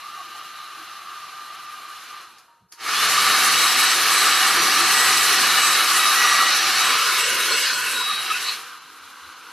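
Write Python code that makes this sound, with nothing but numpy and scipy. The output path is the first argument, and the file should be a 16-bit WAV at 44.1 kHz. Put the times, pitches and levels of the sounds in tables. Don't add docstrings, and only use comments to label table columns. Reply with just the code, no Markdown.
import sys
import numpy as np
from scipy import signal
from scipy.fft import rfft, irfft, next_fast_len
from scipy.io import wavfile
from scipy.ndimage import uniform_filter1d, map_coordinates

SR = 44100
rng = np.random.default_rng(int(sys.argv[2]) if len(sys.argv) > 2 else 0)


def output_pcm(signal):
    pcm = np.clip(np.atleast_2d(signal).T, -1, 1) * 32767
    wavfile.write(sys.argv[1], SR, np.round(pcm).astype(np.int16))


def amplitude_ratio(level_db):
    exponent = np.asarray(level_db, float) / 20
    return 10 ** exponent


N = 419832

OFF_S, ON_S = 2.19, 2.74
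BAND_EDGES_HZ = [0, 650, 1700, 6500, 20000]
# pitch_hz, level_db (per Hz)
LOW_COLOUR = [(18, -91), (30, -61), (81, -25.5), (303, -22), (327, -17.5), (601, -24.5), (775, -15.5),
              (903, -18.5), (1190, -5.5), (1460, -13.5), (1580, -14.5), (2250, -17.5), (4040, -15.5),
              (7820, -36), (13000, -34)]
HIGH_COLOUR = [(18, -75), (30, -34), (295, -17), (327, -17), (601, -23), (775, -13.5), (880, -15),
               (1190, -3), (1390, -9.5), (2900, -6), (3470, -10), (3940, -6), (7250, -16.5), (8020, -15),
               (13000, -17)]
WORN_COLOUR = [(18, -78), (30, -51), (81, -25), (192, -29), (466, -10), (756, -29.5), (1020, -14),
               (1460, -7), (2090, -11), (2690, -11), (3650, -11.5), (3940, -8), (7250, -16.5), (8020, -14),
               (13000, -16)]
HELD_COLOUR = [(18, -67), (30, -41), (75, -32), (131, -19.5), (335, -11), (362, -18), (491, -5.5),
               (665, -31.5), (999, 2), (1430, -3), (1620, -11), (1750, -35), (2310, -23), (2490, -27),
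               (13000, -39)]
# pitch_hz, width_hz, level_db
LOW_MODES = [(336, 46, -25), (776, 86, -24.5), (1134, 44, -8.5), (1227, 44, -6), (1318, 67, -10),
             (1557, 68, -14.5), (2405, 29, -15), (2860, 390, -19.5), (4080, 250, -20)]
HIGH_MODES = [(338, 18, -15), (425, 200, -17.5), (769, 43, -14), (1200, 102, -4.5), (1325, 60, -5.5),
              (1460, 74, -8.5), (1663, 22, -8), (1786, 55, -8.5), (2243, 40, -5.5), (2580, 33, -9.5),
              (2920, 39, -6.5), (4250, 170, -10.5)]
WORN_MODES = [(460, 70, -30), (1026, 100, -4.5), (1460, 57, -0.5), (2205, 28, -4), (2600, 59, -4),
              (2880, 680, -7), (4260, 84, -7)]
# time_s, low_share, high_share, worn_share
COLOUR_SHARES = [
    (0, 1, 0.017, 0),
    (2.74, 0.78, 0.1, 0.094),
    (2.77, 0.048, 0.99, 0),
    (6.8, 0.035, 0.92, 0.045),
    (7.3, 0.041, 0.092, 0.96),
    (8.02, 0, 0.06, 0.88),
    (8.1, 0.17, 0.65, 0.18),
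    (8.5, 0.034, 0.52, 0.49),
    (8.75, 0.67, 0.016, 0.043),
    (9.52, 0.46, 0.017, 0.13),
]
# time_s, depth_db
PATCH_DEPTH = [(0, 1.5), (.5, 1), (2.2, 1.5), (2.6, 1.5), (3, 0.5), (6.5, 2), (7.2, 2.5), (8.4, 2.5),
               (8.65, 1.2), (9.52, 1.2)]
# time_s, level_db
AIR_LEVEL = [(0, -43), (2.2, -43.5), (2.26, -48.5), (2.62, -70.5), (2.7, -80), (2.78, -53.5), (2.81, -38),
             (2.85, -31.5), (2.89, -27), (3.06, -21.5), (3.5, -20), (5.9, -20), (6.9, -21), (7.95, -25.5),
             (8.1, -27.5), (8.5, -28), (8.62, -38.5), (8.8, -46.5), (9.52, -45.5)]
# rumble_db, duct_db, jet_db, hiss_db
BAND_BALANCE = [
    (-18, 1.5, 0, -8.5),
    (-20, -3, 0, -6),
    (-19.5, -4, 0.0042, -6.5),
    (-9.5, 3.5, 0, -9.5),
]
COAST_LINGER = [33, 21, -2, 4]
BAND_DRIFT = [0.4, 0.3, 0.3, 0.2]
# start_s, rate_db_per_s, most_db
BAND_WEAR = [
    (5.46, 3, 1.5),
    (6.79, 9, 4),
    (6, 0, 0),
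    (6.04, 8, 4),
]
SPIN_UP_BALANCE = [-1, 4, -2, -14]
SPIN_UP_BALANCE_S = 0.075
# time_s, nearness_db
NEARNESS = [(2.9, 1.5), (3.3, 1), (3.6, 0), (3.9, -0.5), (4.2, -0.5), (4.6, 0), (4.9, 1.5), (5.2, -0.5),
            (5.6, 1), (5.85, -0.5), (6.05, 1.5), (6.35, 0), (6.6, 1), (6.85, 0.5), (7.1, 1), (7.5, 0.8),
            (8, -3.5), (8.5, -3)]
NEARNESS_GAIN = [0.59, 0.55, 0.23, 0.05]
# time_s, half_length_s, pitch_hz, width_octaves,
# level_db
BITES = [(3.2, 0.23, 110, 1.6, 6), (4.2, .15, 80, 1.5, -8), (4.65, 0.11, 160, 2.6, 4.5),
         (5.1, .2, 89, 1.5, 7), (6.25, .3, 110, 1.5, -4), (6.05, 0.065, 1220, 0.28, 4),
         (6.45, 0.12, 1150, 0.25, 3), (6.68, 0.097, 1070, .4, -3.5), (7.42, 0.18, 980, .3, -6.5),
         (7.55, .06, 280, 1.6, 9), (4.65, .15, 1900, .5, 1), (4.65, .1, 330, .4, 7),
         (6.3, .25, 700, 0.36, 3), (7.03, .06, 760, .4, -7), (7.4, .3, 770, .4, -4.5),
         (7.05, .06, 250, .8, -7), (7.27, .04, 320, .8, -5), (8.8, .06, 310, 0.89, -4),
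         (7.65, .04, 500, .7, -3), (7.62, 0.11, 1600, 0.27, 3), (7.85, .1, 1500, .3, 1),
         (7.08, 0.16, 1270, .35, 5), (7.55, .2, 1180, 0.22, -3), (7.82, 0.071, 3700, 0.35, -4.5),
         (8.15, 0.17, 6100, .5, -4.5), (8.3, 0.22, 800, .4, 3.5), (6.7, 0.09, 4800, .5, 1),
         (11, .15, 160, .8, 4), (2.5, .1, 1100, .4, -3), (2.08, .1, 1180, .15, -5),
         (7.3, .06, 1040, .9, -3), (7.52, .04, 480, .8, 3.5), (7.7, .06, 990, .3, -3),
        (7.2, .05, 950, 0.66, 4), (8.07, .05, 300, 1.3, -4), (7.67, 0.065, 4700, 0.65, 5),
        (6.6, .07, 1060, .5, -4), (8.86, .05, 170, 1.2, 6), (2.62, .07, 1500, 1.4, -4),
        (2.82, .035, 1400, 1.2, -4), (4.05, .07, 8000, .3, -4), (7.36, .05, 270, .6, 5),
        (7.75, .06, 330, 0.88, 2.5), (4.6, .1, 4400, .2, 1.5), (6.13, .07, 1500, .5, -2),
        (3.66, .1, 1500, .4, -1.5), (3.17, .1, 1100, .4, 2), (6.43, .06, 200, 1.2, 5),
        (8.12, .08, 9000, .8, 2)]
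# pitch_hz, level_db
MICROPHONE = [(20, -14), (45, -11), (90, -0.5), (6700, -0.5), (7000, -0.5), (7900, -1.5), (8800, -0.5),
              (9200, 3), (13000, 1)]
# time_s, pitch_hz, width_hz, level_db, half_length_s
FLARES = [(0.05, 1160, 90, -32.5, 0.022), (0.208, 1135, 70, -37, .04), (0.203, 1212, 30, -35.5, 0.036),
          (.235, 355, 90, -58, .03), (.81, 335, 70, -57, .035), (.2, 755, 200, -48, 0.026),
          (0.362, 800, 220, -49, 0.03), (5.99, 1230, 140, -26, .02), (6.33, 1170, 100, -26, .025),
          (7.51, 1480, 120, -30, .035), (7.69, 1480, 120, -31, .04), (7.7, 4300, 250, -33, .04),
          (7.87, 2650, 260, -30, .03), (7.94, 2600, 260, -33, .03), (8.015, 1040, 150, -30, .02),
          (8.107, 1200, 200, -27, 0.035), (8.3, 1700, 200, -35, .02), (8.308, 1260, 150, -24, 0.02),
          (8.34, 2600, 300, -28.5, 0.041), (8.49, 2600, 200, -36, .015), (8.49, 4200, 800, -26.5, 0.045)]

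# time_s, pitch_hz
BLADE_RATE = [
    (3.9, 1936),
    (4.4, 1932),
    (5.9, 1932),
    (6.1, 1928),
    (6.3, 1929.5),
    (7, 1927),
]
SPIN_S, SPIN_GAP_HZ, SPIN_TAU_S = 2.9, 390, .13
# start_s, length_s, level_db
LOW_BEAMS = [
    [(3.85, .1, -33), (4.45, 0.27, -30.5), (4.85, 0.57, -30), (5.92, 0.15, -31), (6.15, 0.36, -26),
     (6.75, 0.17, -31), (6.52, .1, -33), (7.2, 0.4, -37), (7.76, .12, -38)],
    [(2.94, .1, -31), (3.04, .05, -31), (3.09, .06, -36), (3.15, .1, -31), (3.25, .16, -32.5),
     (3.47, .1, -38), (3.55, 0.4, -29), (4.12, 0.34, -33.5), (4.7, 0.48, -35.5), (5.45, .48, -28.5),
     (5.95, 0.2, -27.5), (6.27, .08, -31), (6.45, .19, -29), (6.77, 0.27, -31), (7.07, 0.28, -34),
     (7.38, .07, -32), (7.5, 0.24, -35), (7.93, 0.28, -28.5), (8.22, 0.45, -36)],
]
HIGH_BEAMS = [
    [(4.22, 0.12, -35), (4.58, 0.17, -32), (5.1, .07, -34), (5.3, .07, -38), (6.17, 0.2, -33),
     (6.56, 0.16, -32), (6.8, .08, -39), (6.96, 0.11, -37), (7.29, 0.06, -35)],
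    [(3.07, 0.24, -37), (3.4, 0.11, -46), (3.53, 0.44, -35), (4.1, 0.29, -33), (4.46, 0.076, -37),
     (4.7, 0.22, -37), (4.92, 0.31, -33), (5.33, 0.22, -38), (5.56, 0.2, -31), (5.86, 0.18, -36.5),
     (6.12, .06, -41), (6.24, .14, -37), (6.41, .11, -38), (6.56, 0.085, -42), (6.71, .06, -44),
     (6.83, 0.095, -35.5), (6.96, .08, -40), (7.17, .12, -32), (7.5, 0.16, -33.5), (7.72, .07, -39),
     (7.81, .22, -40.5), (8.36, 0.17, -48)],
]
BETWEEN_BEAMS = [-50, -44, -49, -60]
FADE_S, STOP_S = 0.022, 8.56
FLICKER_DB, ARCH_DB = 1.5, 3
FIRST_RATE_HZ, TOP_HZ = 16000, 13085

# time_s, level_db
HUM = [(0, -43.5), (.55, -43), (1, -44), (1.25, -42), (1.4, -44), (1.7, -41.5), (1.95, -44), (2.03, -56),
       (2.14, -40), (2.2, -46), (2.225, -60), (2.42, -66), (2.48, -88)]
HUM_HZ, COAST_S = 1201, .47
BEADS_DB, WAVER_HZ = 1.2, 6
BEAT_HZ, BEAT_DB = 22, 2
# time_s, level_db
WHINE = [
    (2.46, -95),
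    (2.486, -56),
    (2.53, -60),
    (2.6, -65),
    (2.7, -76),
    (2.78, -57),
    (2.82, -62),
    (2.85, -95),
]
WHINE_HZ = 938
# time_s, level_db
COAST_WHISTLE = [
    (2.3, -90),
    (2.45, -76),
    (2.6, -82),
    (2.7, -86),
    (2.72, -110),
]
COAST_WHISTLE_HZ = 4230

# time_s, peak_db, decay_s (to fall 60 dB)
SWITCH = [
    (2.384, -41, 0.17),
    (2.719, -43, 0.078),
    (2.7228, -33.5, 0.19),
]
# pitch_hz, level_db (per Hz)
SNAP_COLOUR = [(180, -73), (300, -45), (1060, -13), (1220, -11), (3980, -17), (4590, -4), (5460, -10),
               (7030, -13), (7850, -23), (9480, -13), (13000, -17)]
CRACK_DB, CRACK_S = -4, .012
# time_s, level_db, pitch_hz, width_hz, half_length_s
THUDS = [
    (2.64, -60.5, 145, 150, 0.03),
    (9.045, -64, 85, 45, 0.03),
    (9.26, -61.5, 78, 45, 0.035),
]

# pitch_hz, level_db
DRONE = [
    (272, -71),
    (335, -70),
]
DRONE_S = 8.7
# pitch_hz, level_db (per Hz)
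ROOM_COLOUR = [(8, -6), (30, -4), (50, 0), (90, -6), (200, -30), (400, -120)]
ROOM_DB = -90
TREBLE_BINS = [196, 216, 240, 264, 292, 320, 352, 384, 416, 448, 480, 512, 544, 576, 608]
# pitch_hz, level_db (against the band), share of frames
APART = [(4300, -6, .45), (5000, -4, .8), (6500, -2.5, .84), (7300, -4, .76), (8600, -4, .72),
         (9500, -2.5, .88), (12500, -4.5, .8)]
FIRST_FRAME = 509


def unit(x):
    return x / np.sqrt(np.mean(x ** 2, axis=-1, keepdims=True) + 1e-20)


def along(points, hz):
    f, v = np.transpose(points)
    return np.interp(np.log(hz + 1), np.log(f + 1), v)


def curves(rows):
    s, *columns = np.transpose(rows)
    return [np.interp(np.arange(N) / SR, s, column) for column in columns]


def wobble(rate):
    steps = np.arange(0, N + 64, 64)
    knots = rng.standard_normal(int(N * rate / SR) + 4)
    return np.interp(np.arange(N), steps, map_coordinates(knots, [steps * rate / SR]))


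def filtered(x, response):
    m = next_fast_len(N + 8192)
    return irfft(rfft(x, m) * response(np.fft.rfftfreq(m, 1 / SR)), m)[..., :N]


def narrow_noise(noise, centre_hz, width_hz):
    return unit(filtered(noise, lambda hz: np.exp(-(2 * (hz - centre_hz) / width_hz) ** 2)))


def tone(hz, db, order=1):
    phase = 2 * np.pi * np.cumsum(hz * np.ones(N)) / SR
    level = np.sqrt(2) * amplitude_ratio(db + 1.3 * wobble(14))
    return level * np.sin(order * phase + .35 * wobble(25))


def airflow():
    t = np.arange(N) / SR
    low, high, worn = np.clip(curves(COLOUR_SHARES), 0, 1)
    held = np.clip(1 - low - high - worn, 0, 1)
    colours = [turbulence(LOW_COLOUR, LOW_MODES, 6.6), turbulence(HIGH_COLOUR, HIGH_MODES, 4.8),
               turbulence(WORN_COLOUR, WORN_MODES, 3.2), turbulence(HELD_COLOUR, [], 0)]
    mix = 0
    for share, db, colour in zip((low, high, worn, held), np.array(BAND_BALANCE), colours):
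        mix = mix + np.sqrt(share) * amplitude_ratio(db)[:, None] * colour
    flutter_db = np.array([.8 * wobble(9), .6 * wobble(9), .45 * wobble(13), 1.6 * wobble(40)])
    flutter_db = flutter_db + .3 * wobble(16)
    drift_db = np.array([w * wobble(7) for w in BAND_DRIFT]) * curves(PATCH_DEPTH)[0] * worn
    shape_db = np.outer(COAST_LINGER, np.clip(t - OFF_S, 0, None) * (t < ON_S))
    shape_db -= [np.clip(rate * (t - s), 0, abs(most)) * high for s, rate, most in BAND_WEAR]
    shape_db += np.outer(NEARNESS_GAIN, curves(NEARNESS)[0] * (t >= ON_S))
    shape_db += np.outer(SPIN_UP_BALANCE, (t >= ON_S) * np.exp(-abs(t - ON_S) / SPIN_UP_BALANCE_S))
    level_db = curves(AIR_LEVEL)[0] + shape_db + flutter_db + drift_db
    return np.sum(amplitude_ratio(level_db) * mix, axis=0)


def turbulence(spectrum, modes, under_db):
    hz = np.fft.rfftfreq(N, 1 / SR)
    power = amplitude_ratio(2 * (along(spectrum, hz) - under_db))
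    for centre_hz, width_hz, db in modes:
        power = power + amplitude_ratio(2 * db) / (1 + (2 * (hz - centre_hz) / width_hz) ** 2) ** 2
    z = rfft(patchy_noise()) * np.sqrt(power)
    above = [.5 + .5 * np.tanh(9 * np.log((hz + 1) / (edge + 1e-9))) for edge in BAND_EDGES_HZ]
    return unit(irfft([z * np.sqrt(abs(a - b)) for a, b in zip(above, above[1:])], N))


def patchy_noise():
    _, t, z = signal.stft(rng.standard_normal(N), SR, nperseg=1024)
    field = uniform_filter1d(rng.standard_normal(z.shape), size=8, axis=1)
    field = uniform_filter1d(field, size=4, axis=0)
    field = field / np.sqrt(np.mean(field ** 2) + 1e-20)
    depth_db = np.interp(t, *np.transpose(PATCH_DEPTH))
    gain = amplitude_ratio(depth_db * field - np.log(10) / 20 * depth_db ** 2)
    return signal.istft(z * gain, SR, nperseg=1024)[1][:N]


def bitten(x):
    hz, t, z = signal.stft(x, SR, nperseg=2048, noverlap=1536)
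    octave = np.log2(hz + 1)[:, None]
    gain_db = 0
    for s, half, centre_hz, wide, db in BITES:
        in_time = np.exp(-((t - s) / half) ** 2)
        in_pitch = np.exp(-(2 * (octave - np.log2(centre_hz)) / wide) ** 2)
        gain_db = gain_db + db * in_time * in_pitch
    return signal.istft(z * amplitude_ratio(gain_db), SR, nperseg=2048, noverlap=1536)[1][:N]


def flares():
    t, noise = np.arange(N) / SR, rng.standard_normal(N)
    out = np.zeros(N)
    for s, centre_hz, width_hz, db, half in FLARES:
        out += amplitude_ratio(db) * np.exp(-((t - s) / half) ** 2) * narrow_noise(noise, centre_hz, width_hz)
    return out


def blades():
    t = np.arange(N) / SR
    hz = curves(BLADE_RATE)[0] - SPIN_GAP_HZ * np.exp(-np.clip(t - SPIN_S, 0, None) / SPIN_TAU_S)
    orders_db = [beam(rows, db) for rows, db in zip(LOW_BEAMS + HIGH_BEAMS, BETWEEN_BEAMS)]
    turning = np.clip(np.minimum(t - SPIN_S, STOP_S - t) / FADE_S, 0, 1)
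    turning = turning * amplitude_ratio(np.minimum(curves(AIR_LEVEL)[0] + 27, 0))
    lines = sum(tone(hz, db, order=k + 1) for k, db in enumerate(orders_db))
    fifth = tone(hz, orders_db[3] - 9, order=5)
    folded_db = orders_db[3] - 1.5 - .12 * (1930 - hz)
    folded = tone(FIRST_RATE_HZ - 4 * hz, folded_db)
    return turning * (lines + fifth + folded)


def beam(rows, faint_db):
    t = np.arange(0, N, 64) / SR
    lifts = []
    for s, length, db in rows:
        arch_db = ARCH_DB * (2 * (t - s) / length - 1) ** 2
        edges = np.clip(np.minimum(t - s, s + length - t) / FADE_S + .5, 0, 1)
        lifts.append((db - faint_db - arch_db) * edges)
    lift_db = np.interp(np.arange(N) / SR, t, np.max(lifts, axis=0))
    return faint_db + lift_db + FLICKER_DB * wobble(9)


def motor():
    t = np.arange(N) / SR
    coasting = np.exp(-np.clip(t - OFF_S, 0, None) / COAST_S)
    beads = wobble(28.2)
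    beat_db = BEAT_DB * np.sin(2 * np.pi * BEAT_HZ * t + .8 * np.roll(beads, SR))
    hum_hz = HUM_HZ * coasting + WAVER_HZ * beads[::-1]
    hum = tone(hum_hz, curves(HUM)[0] + BEADS_DB * beads + beat_db)
    whine = tone(WHINE_HZ, curves(WHINE)[0])
    return hum + whine + tone(COAST_WHISTLE_HZ, curves(COAST_WHISTLE)[0])


def handling():
    out, t = np.zeros(N), np.arange(N) / SR
    snap = unit(filtered(rng.standard_normal(N), lambda hz: amplitude_ratio(along(SNAP_COLOUR, hz))))
    for s, db, decay_s in SWITCH:
        tail = (t > s) * amplitude_ratio(db - 8.0 - 60 * abs(t - s) / decay_s)
        crack = amplitude_ratio(CRACK_DB - 60 * abs(t - s) / CRACK_S)
        out += tail * (1 + crack) * snap
    for s, db, centre_hz, width_hz, half in THUDS:
        thud = narrow_noise(rng.standard_normal(N), centre_hz, width_hz)
        out += amplitude_ratio(db) * np.exp(-((t - s) / half) ** 2) * thud
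    return out


def drone():
    fade_in = np.clip(np.arange(N) / SR - DRONE_S, 0, .1) * 10
    return sum(tone(hz, db) for hz, db in DRONE) * fade_in


def room():
    rumble = unit(filtered(rng.standard_normal(N), lambda hz: amplitude_ratio(along(ROOM_COLOUR, hz))))
    return amplitude_ratio(ROOM_DB + 2 * wobble(5)) * rumble


def scene():
    air = filtered(bitten(airflow()), lambda hz: amplitude_ratio(along(MICROPHONE, hz)))
    mono = air + flares() + blades() + motor() + handling() + drone() + room()
    return np.tile(mono, (2, 1))


def treble_apart(x):
    hop, lead = 1024, 2048 - FIRST_FRAME
    n, k = np.arange(2 * hop)[:, None], np.arange(TREBLE_BINS[0], TREBLE_BINS[-1])
    window = np.sin(np.pi * (n + .5) / (2 * hop))
    lapped = window * np.cos(np.pi / hop * (n + .5 + hop / 2) * (k + .5))
    padded = np.pad(x[0], (lead, 3 * hop))
    frames = np.lib.stride_tricks.sliding_window_view(padded, 2 * hop)[::hop]
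    power = (frames @ lapped) ** 2
    side = rng.standard_normal(power.shape)
    luck = rng.standard_normal((len(TREBLE_BINS), len(frames)))
    luck = luck + 1.2 * rng.standard_normal(len(frames))
    for b, (lo, hi) in enumerate(zip(TREBLE_BINS, TREBLE_BINS[1:])):
        cols, hz = slice(lo - k[0], hi - k[0]), lo * SR / (2 * hop)
        lasting = uniform_filter1d(power[:, cols], size=3, axis=0)
        toneless = lasting.max(axis=1) < 8 * lasting.mean(axis=1)
        db, share = (along([(row[0], row[j]) for row in APART], hz) for j in (1, 2))
        noisy = toneless & (luck[b] < np.quantile(luck[b], np.clip(share, 0, 1)))
        level = amplitude_ratio(db - 0.75 * luck[b]) * np.sqrt(power[:, cols].mean(axis=1))
        side[:, cols] *= (noisy * level)[:, None]
    halves = (side @ lapped.T * 2 / hop).reshape(len(frames), 2, hop)
    apart = (halves[1:, 0] + halves[:-1, 1]).ravel()[lead - hop:][:N]
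    return x + [apart, -apart]


def top_cut(x):
    return signal.sosfilt(signal.butter(12, 14370, fs=SR, output="sos"), x)


def record(dry):
    limited = filtered(dry, lambda hz: hz < TOP_HZ)
    mix = treble_apart(limited)
    return top_cut(mix)


dry = scene()
out = record(dry)
output_pcm(out)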